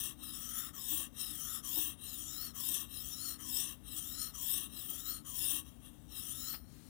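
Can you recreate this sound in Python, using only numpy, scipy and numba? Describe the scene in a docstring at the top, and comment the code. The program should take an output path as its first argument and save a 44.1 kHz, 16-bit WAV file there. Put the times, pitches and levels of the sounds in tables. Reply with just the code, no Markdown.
"""A quiet carpeted room: an axe is stroked back and forth on a wet whetstone on a wooden base.
Grit rasps the edge and rings the steel head, whose resonances glide as the contact travels along the edge.
The stone adds a hollow undertone and rocks on its base, knocking. At the end the axe lifts off and
rings freely for a moment. Faint rumble, hum and hiss lie beneath. Only the left channel sounds."""
import sys
import numpy as np
from scipy import signal
from scipy.fft import rfft, irfft, next_fast_len
from scipy.io import wavfile
from scipy.ndimage import uniform_filter1d
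from numba import njit

SR = 44100
rng = np.random.default_rng(int(sys.argv[2]) if len(sys.argv) > 2 else 0)


def transcribe(signal):
    """Save signal, clipped to [-1, 1], as a 16-bit WAV file at the path in sys.argv[1]."""
    frames = np.atleast_2d(signal).T
    limited = np.clip(frames, -1, 1)
    pcm = np.round(limited * 32767).astype(np.int16)
    wavfile.write(sys.argv[1], SR, pcm)


N = 303849
TIME = np.arange(N) / SR
HEEL, BELLY = 0.2005, 0.564   # places along the edge, 0-1


def friction(grains_per_s=7000, slurry_db=-3, judder_db=1.16, judder_hz=90):
    """Grit fractures in dense random clicks over the smooth shear of the slurry; the edge judders."""
    grains = rms_one(rng.choice([-1, 1], N) * (rng.random(N) < grains_per_s / SR))
    slurry = from_db(slurry_db) * rng.standard_normal(N)
    return (grains + slurry) * from_db(judder_db * drift(judder_hz))


# Second and third gliding modes. 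Each row: free frequency in Hz, level in dB.
UPPER_GLIDES = [(5110, -2), (9210, 5.5)]
# Modes drawn along by the third glide. Each row: free frequency in Hz, share of its shift,
# width in Hz, level in dB, extra dB per dB of bearing.
EDGE_MODES = [(6903, 0.074, 530, -9.5, -1.1), (8144, 0.063, 160, -4, 1.5), (8900, 0.25, 840, -6, 1.14),
              (11120, 0.17, 270, -4.5, 0.2), (12840, 0.092, 490, -4, 0.9), (14200, .05, 300, -7.5, 1.2)]
# Thin bevel's mode. One row: centre in Hz, swing in Hz, period in edge lengths, level in dB.
BEVEL_MODE = (14650, 330, 0.305, 0)
# Direct sound of the grit. Each row: frequency in Hz, gain in dB.
RASP_SPECTRUM = [(300, -27.5), (1500, -3.5), (2300, -9.5), (2900, 1.5), (4700, -0.5), (6400, 1),
                 (9500, -24), (10500, -3.5), (14500, 8), (16000, -12)]


def edge(force, place, first_hz, second_hz, third_hz, bearing_db, excess_db, glide_width_hz=270,
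         rise_db_per_khz=4.5, twist_hz=7970, damping=0.25, tilt_db=3, tilt_hz=6, grit_db=-20):
    """The thin edge rings in high modes over the direct rasp of the grit."""
    (second_free_hz, second_db), (third_free_hz, third_db) = UPPER_GLIDES
    shift_hz = third_hz - third_free_hz
    rise_db = rise_db_per_khz * (second_hz - second_free_hz) / 1000
    # Each row: frequency in Hz, free frequency in Hz, width in Hz, level in dB.
    modes = [(second_hz, second_free_hz, glide_width_hz, second_db + rise_db),
             (third_hz, third_free_hz, glide_width_hz, third_db)]
    for free_hz, share, width_hz, db, follows in EDGE_MODES:
        modes.append((free_hz + share * shift_hz, free_hz, width_hz, db + follows * bearing_db))
    # A twisting mode rises with the first glide and moves against the third.
    twist_shift_hz = 0.5 * (first_hz - first_hz.mean()) - 0.26 * shift_hz
    modes.append((twist_hz + twist_shift_hz, twist_hz, 350, -3))
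    bevel_hz, swing_hz, period, bevel_db = BEVEL_MODE
    ripple_hz = 230 * drift(tilt_hz) - swing_hz * np.cos(2 * np.pi * (place - HEEL) / period)
    modes.append((bevel_hz + ripple_hz, bevel_hz, 640, bevel_db + 0.23 * excess_db))
    steel = 0
    for hz, free_hz, width_hz, db in modes:
        loaded_hz = width_hz + damping * np.abs(hz - free_hz)   # pulled further, damped more
        gain = from_db(db + tilt_db * drift(tilt_hz))   # small tilts favour one mode or another
        steel += gain * width_hz / loaded_hz * resonate(scatter(force), hz, loaded_hz)
    return steady(steel + from_db(grit_db) * colour(force, RASP_SPECTRUM))


# Stationary modes. Each row: frequency in Hz, width in Hz, level in dB, extra dB per dB of bearing.
BENDING_MODES = [(1767, 237, -11.5, 0.6), (2745, 131, -0.5, 1), (2912, 102, -1.5, -0.5),
                 (3192, 210, 1.5, -.15), (3610, 350, -10.5, 0.4), (3820, 203, -3.5, 0.5)]


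def head(force, first_hz, bearing_db, glide_db=-2.5, rise_db_per_khz=7, pivot_hz=3700, cluster_db=-2):
    """The thick head rings in a cluster of bending modes; the first glide sings out as it climbs."""
    cluster = sum(from_db(db + follows * bearing_db) * resonate(scatter(force), hz, width_hz)
                  for hz, width_hz, db, follows in BENDING_MODES)
    rise_db = rise_db_per_khz * (first_hz - pivot_hz) / 1000
    wobble_hz = 45 * drift(rate_hz=12)
    glide = steady(resonate(force, first_hz + wobble_hz, width_hz=300))
    return from_db(glide_db + rise_db) * glide + from_db(cluster_db + bearing_db) * steady(cluster)


# Outward strokes. Each row: start, heel passage, belly passage and end in seconds, place reached 0-1,
# draw on the first glide past the belly 0-1, level in dB, hardest lean in seconds, lean gain in dB,
# stone offset in dB.
PUSHES = [(0.16, 0.29, 0.59, 0.73, .78, .55, -49.2, 0.59, 6, 4.5),
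          (1.118, 1.27, 1.5, 1.63, .76, .55, -47.2, 1.56, 4, 3),
          (1.96, 2.134, 2.29, 2.535, .89, 1, -48.6, 2.437, 2.5, -1),
          (2.855, 2.99, 3.12, 3.388, .99, 1, -47.7, 3.261, 4.5, -1),
          (3.826, 3.917, 4.06, 4.337, .9, .97, -48.7, 4.222, 4.3, 0),
          (4.675, 4.792, 4.98, 5.226, .9, .95, -48.8, 5.098, 5.2, 0),
          (6.068, 6.189, 6.35, 6.605, .88, 1, -49.7, 6.486, 6, 0)]
# Brisk return strokes. Each row: start, heel passage, peak and end in seconds, peak level in dB,
# stone offset in dB.
PULLS = [(-0.25, -0.1, 0, 0.158, -39, -1), (0.723, 0.803, 0.938, 1.101, -37.6, 1),
         (1.62, 1.742, 1.788, 1.969, -36, -1), (2.53, 2.649, 2.697, 2.89, -36.8, 1),
         (3.376, 3.552, 3.572, 3.78, -37.8, 0), (4.323, 4.505, 4.52, 4.709, -37, -1),
         (5.238, 5.46, 5.478, 5.647, -34.7, -1)]
# The axe grazes the stone in the pause. Each row: time in seconds, half length in seconds, level in dB.
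GRAZES = [(5.673, 0.029, -66.5), (5.863, 0.03, -61.5)]
# The edge catches on coarse grit. Each row: time in seconds, gain in dB.
GRIT_CATCHES = [(1.204, 6), (2.07, 2), (3.98, 7), (4.91, 6), (6.24, 1.5), (6.32, 4)]
PUSH_ATTACK_S, PUSH_RELEASE_S = 0.13, 0.083
PULL_ATTACK_S, PULL_RELEASE_S = 0.035, 0.089


def stroke_effort(resting_db=-72, swell_db_per_s=86, sag_db_per_s=75, tremor_db=1.11, tremor_hz=14):
    """Strength of the rasp: pushes hold level until the hand leans in, pulls swell and sag."""
    effort = from_db(resting_db) + sum(from_db(db) * swell(s, half_s) for s, half_s, db in GRAZES)
    for start, _, _, end, _, _, db, lean_s, lean_db, _ in PUSHES:
        level = from_db(db + lean_db * swell(lean_s, half_s=0.04))
        effort += level * gate(start, end, PUSH_ATTACK_S, PUSH_RELEASE_S)
    for start, _, peak, end, db, _ in PULLS:
        below_db = np.maximum(swell_db_per_s * (peak - TIME), sag_db_per_s * (TIME - peak))
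        effort += from_db(db - below_db) * gate(start, end, PULL_ATTACK_S, PULL_RELEASE_S)
    catch_db = sum(db * swell(s, half_s=0.018) for s, db in GRIT_CATCHES)
    return effort * from_db(catch_db + tremor_db * drift(tremor_hz))


# Gliding modes by contact point. Each row: place 0-1, first, second and third frequency in Hz.
GLIDES_BY_PLACE = [(0, 3150, 5860, 9840), (.06, 3650, 6000, 10050), (.12, 3880, 5700, 8970),
                   (.2, 3930, 5100, 10100), (.32, 3370, 5640, 9500), (.42, 3150, 6060, 9200),
                   (.5, 3270, 5960, 9600), (.55, 3540, 5800, 10800), (.7, 4040, 5240, 10050),
                   (.77, 4370, 5500, 9200), (1, 4070, 5640, 9900)]


def travelling_contact(push_from=0.055, pull_from=0.467, pull_draw=0.66, first_rest_hz=3120):
    """The contact runs out along the edge and back; its place tunes three gliding modes."""
    path = []   # Each row: time in seconds, place 0-1, share of the first glide's shift from rest.
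    for start, heel_s, belly_s, end, reach, draw, *_ in PUSHES:
        path += [(start, push_from, 1), (heel_s, HEEL, 1), (belly_s, BELLY, 1),
                 ((belly_s + end) / 2, (BELLY + reach) / 2, draw),
                 (end - PUSH_RELEASE_S / 2, reach, draw)]
    for start, heel_s, _, end, *_ in PULLS:
        path += [(start + PULL_ATTACK_S / 2, pull_from, pull_draw), (heel_s, HEEL, pull_draw),
                 (end - PULL_RELEASE_S, 0, pull_draw)]
    place, draw = in_time(sorted(path))
    place += 0.011 * drift(rate_hz=14)   # uneven hand
    places, *columns = np.transpose(sorted(GLIDES_BY_PLACE))
    first_hz, second_hz, third_hz = [np.interp(place, places, hz) for hz in columns]
    return place, first_rest_hz + draw * (first_hz - first_rest_hz), second_hz, third_hz


# Weight through a push and through a pull. Each row: share of the stroke, head's bearing in dB,
# stone pitch in Hz, stone level in dB.
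PUSH_WEIGHT = [(.1, 2, 1190, -4.5), (.5, -3.5, 1263, -4.5), (.72, -5.5, 1310, 2), (.95, -1, 1250, 3)]
PULL_WEIGHT = [(.05, -3, 1210, 5), (.22, -4, 1053, -0.5), (.4, -1, 920, -7), (.55, 1, 1130, -5),
               (.85, 4, 1133, 2)]


def weight_shift():
    """Weight shifts in each stroke, setting how hard the head bears and the stone's pitch and level."""
    rows = []
    for strokes, shape in ((PUSHES, PUSH_WEIGHT), (PULLS, PULL_WEIGHT)):
        for start, _, _, end, *_, stone_db in strokes:
            for share, bearing_db, hz, db in shape:
                rows.append((start + share * (end - start), bearing_db, hz, db + stone_db))
    return in_time(sorted(rows))


def stone(force, pitch_hz, level_db, upper_db=-9, tilt_db=3):
    """The stone under the axe gives a hollow undertone from two broad resonances."""
    upper_gain = from_db(upper_db + tilt_db * drift(rate_hz=2.74))
    upper = upper_gain * resonate(scatter(force), hz=1800, width_hz=450)
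    return from_db(level_db) * steady(resonate(force, pitch_hz, width_hz=230) + upper)


# Short knocks and rattles from the base, mostly as the stone rocks. Each row: start in seconds, level in dB.
KNOCKS = [(0.921, -41), (1.0, -39), (1.767, -34.5), (4.905, -42), (6.539, -48)]
# Modes of the base. Each row: frequency in Hz, level in dB, T60 in seconds.
WOOD_MODES = [(310, -3.5, 0.21), (374, -6.5, 0.092), (547, -9.5, 0.031), (630, -8.5, 0.029),
              (863, -3.5, 0.032), (1083, -21, 0.2)]


def wooden_base(force, bearing_db, knock_db=-9, rattle_s=0.022, rub_db=-51):
    """The base grumbles as the head bears down and knocks in short rattles when the stone rocks."""
    drive = from_db(rub_db + bearing_db) * force
    for start_s, db in KNOCKS:
        onset = int(start_s * SR)
        rattle = rng.standard_normal(N - onset) * np.exp(-TIME[:N - onset] / rattle_s)
        drive[onset:] += from_db(db + knock_db) * rattle / np.linalg.norm(rattle)
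    return sum(from_db(db) * ring(drive, hz, t60_s) for hz, db, t60_s in WOOD_MODES)


# Modes of the released steel. Each row: frequency in Hz, level in dB, T60 in seconds.
FREE_STEEL_MODES = [(5060, -2, 0.11), (9210, -18, 0.79), (14270, -2, .22)]


def lift_off(force, at_s=6.547, ring_db=-48, scuff_db=-52):
    """The edge scuffs the stone as it leaves; released, the steel rings freely."""
    release = np.zeros(N)
    release[int(at_s * SR)] = from_db(ring_db)
    scuff = from_db(scuff_db) * swell(at_s, half_s=0.011) * rms_one(band(force, 700, 4000))
    return scuff + sum(from_db(db) * ring(release, hz, t60_s) for hz, db, t60_s in FREE_STEEL_MODES)


def room(x, t60_s=0.064, wet_db=-12, gap_s=0.0035):
    """The carpeted room adds a short, weak tail."""
    age = TIME[:SR // 2]
    tail = rng.standard_normal(len(age)) * from_db(-60 * age / t60_s) * (age > gap_s)
    return x + from_db(wet_db) * signal.fftconvolve(x, tail / np.linalg.norm(tail))[:N]


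# Room rumble. Each row: frequency in Hz, gain in dB.
RUMBLE_SPECTRUM = [(26, -53), (41, -2.5), (56, 2), (85, -2.5), (130, -6.5), (185, -8), (250, -5),
                   (330, -16.5), (450, -21.5), (750, -24.5), (2000, -35), (5000, -60), (16000, -43.5)]
# Wavering hum. Each row: frequency in Hz, width in Hz, level in dB.
HUM_BANDS = [(148.3, 10.8, -73.5), (243.3, 33, -67.5), (301.3, 6.4, -69.5)]
# Hiss dips, then swells once the work stops. Each row: time in seconds, level in dB.
HISS_LEVELS = [(6.5, -79), (6.62, -89), (6.72, -68.5), (6.89, -67.5)]


def background(rumble_db=-59):
    """Low room rumble, a wavering hum and faint hiss."""
    rumble = from_db(rumble_db) * rms_one(colour(rng.standard_normal(N), RUMBLE_SPECTRUM))
    hum = sum(from_db(db) * rms_one(resonate(rng.standard_normal(N), hz, width_hz))
              for hz, width_hz, db in HUM_BANDS)
    hiss_db, = in_time(HISS_LEVELS)
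    hiss = from_db(hiss_db) * rms_one(band(rng.standard_normal(N), 1500, 14700, order=1))
    return rumble + hum + hiss


def from_db(db):
    """Decibels to gain."""
    return 10 ** (np.asarray(db) / 20)


def rms_one(x):
    """Scale to unit rms."""
    return x / np.sqrt(np.mean(x ** 2) + 1e-20)


def steady(x):
    """Even out the slow level, keep the grain."""
    power = uniform_filter1d(uniform_filter1d(x ** 2, size=1500), size=1500)
    return x / np.sqrt(np.abs(power) + 1e-20)


def in_time(rows):
    """Interpolate timed rows to one value per sample for each column."""
    times_s, *columns = np.transpose(rows)
    return [np.interp(TIME, times_s, column) for column in columns]


def swell(at_s, half_s):
    """Bell curve of height 1."""
    return np.exp(-((TIME - at_s) / half_s) ** 2)


def gate(start_s, end_s, attack_s, release_s):
    """The hand gets under way, holds its speed and slows for the turn."""
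    rise = np.clip((TIME - start_s) / attack_s, 0, 1)
    fall = np.clip((end_s - TIME) / release_s, 0, 1)
    return (np.sin(np.pi / 2 * rise) * np.sin(np.pi / 2 * fall)) ** 2


def drift(rate_hz, hop=40, warm_up=2000):
    """Slow random wander of unit rms."""
    r = np.exp(-2 * np.pi * rate_hz * hop / SR)
    noise = rng.standard_normal(N // hop + warm_up + 2)
    slow = signal.lfilter([1], [1, -2 * r, r * r], noise)[warm_up:]
    return np.interp(np.arange(N) / hop, np.arange(len(slow)), rms_one(slow))


def scatter(force):
    """Each grain meets each mode with a sign of its own."""
    return force * rng.choice([-1, 1], N)


def colour(x, spectrum):
    """Filter by a smooth spectrum."""
    hz, db = np.transpose(spectrum)
    size = next_fast_len(N + SR // 10)
    bins_hz = np.maximum(np.arange(size // 2 + 1) * SR / size, 1)
    gain = from_db(np.interp(np.log(bins_hz), np.log(hz), db))
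    return irfft(rfft(x, size) * gain, size)[:N]


def band(x, low_hz, high_hz, order=2):
    """Butterworth band-pass."""
    return signal.sosfilt(signal.butter(order, [low_hz, high_hz], "band", fs=SR, output="sos"), x)


@njit
def spin(x, poles):
    """Decaying rotation whose speed may change at every sample."""
    out, state = np.empty(len(x)), 0j
    for i in range(len(x)):
        state = state * poles[i] + x[i]
        out[i] = state.real
    return out


def resonate(x, hz, width_hz):
    """Steep-sided resonance, steady or gliding, with peak gain 1."""
    r = np.exp(-np.pi * width_hz / SR)
    poles = r * np.exp(2j * np.pi * hz / SR) * np.ones(N)
    return 4 * (1 - r) ** 2 * spin(spin(x, poles), poles)


def ring(x, hz, t60_s):
    """A unit click starts a decaying sine of height 1."""
    r, w = from_db(-60 / (t60_s * SR)), 2 * np.pi * hz / SR
    return signal.lfilter([0, np.sin(w)], [1, -2 * r * np.cos(w), r * r], x + 1e-18)


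def scene(head_db=-8, stone_db=-12, brisk_db=-58, head_lag=0.26, stone_lag=0.6, master_gain=2):
    """One friction force drives edge, head, stone and base."""
    force, effort = friction(), stroke_effort()
    place, first_hz, second_hz, third_hz = travelling_contact()
    bearing_db, pitch_hz, load_db = weight_shift()
    # A brisk stroke is brighter: the heavy parts gain less than the edge.
    excess_db = np.maximum(20 * np.log10(effort) - brisk_db, 0)
    scrape = edge(force, place, first_hz, second_hz, third_hz, bearing_db, excess_db)
    scrape += from_db(head_db - head_lag * excess_db) * head(force, first_hz, bearing_db)
    scrape += from_db(stone_db - stone_lag * excess_db) * stone(force, pitch_hz, load_db)
    honing = effort * scrape + wooden_base(effort * force, bearing_db) + lift_off(force)
    left = master_gain * (room(honing) + background())
    return np.array([left, np.zeros(N)])


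def record(dry, cutoff_hz=15850):
    """A steep low-pass cuts the top."""
    return signal.sosfilt(signal.ellip(12, .1, 90, cutoff_hz, fs=SR, output="sos"), dry)


dry = scene()
out = record(dry)
transcribe(out)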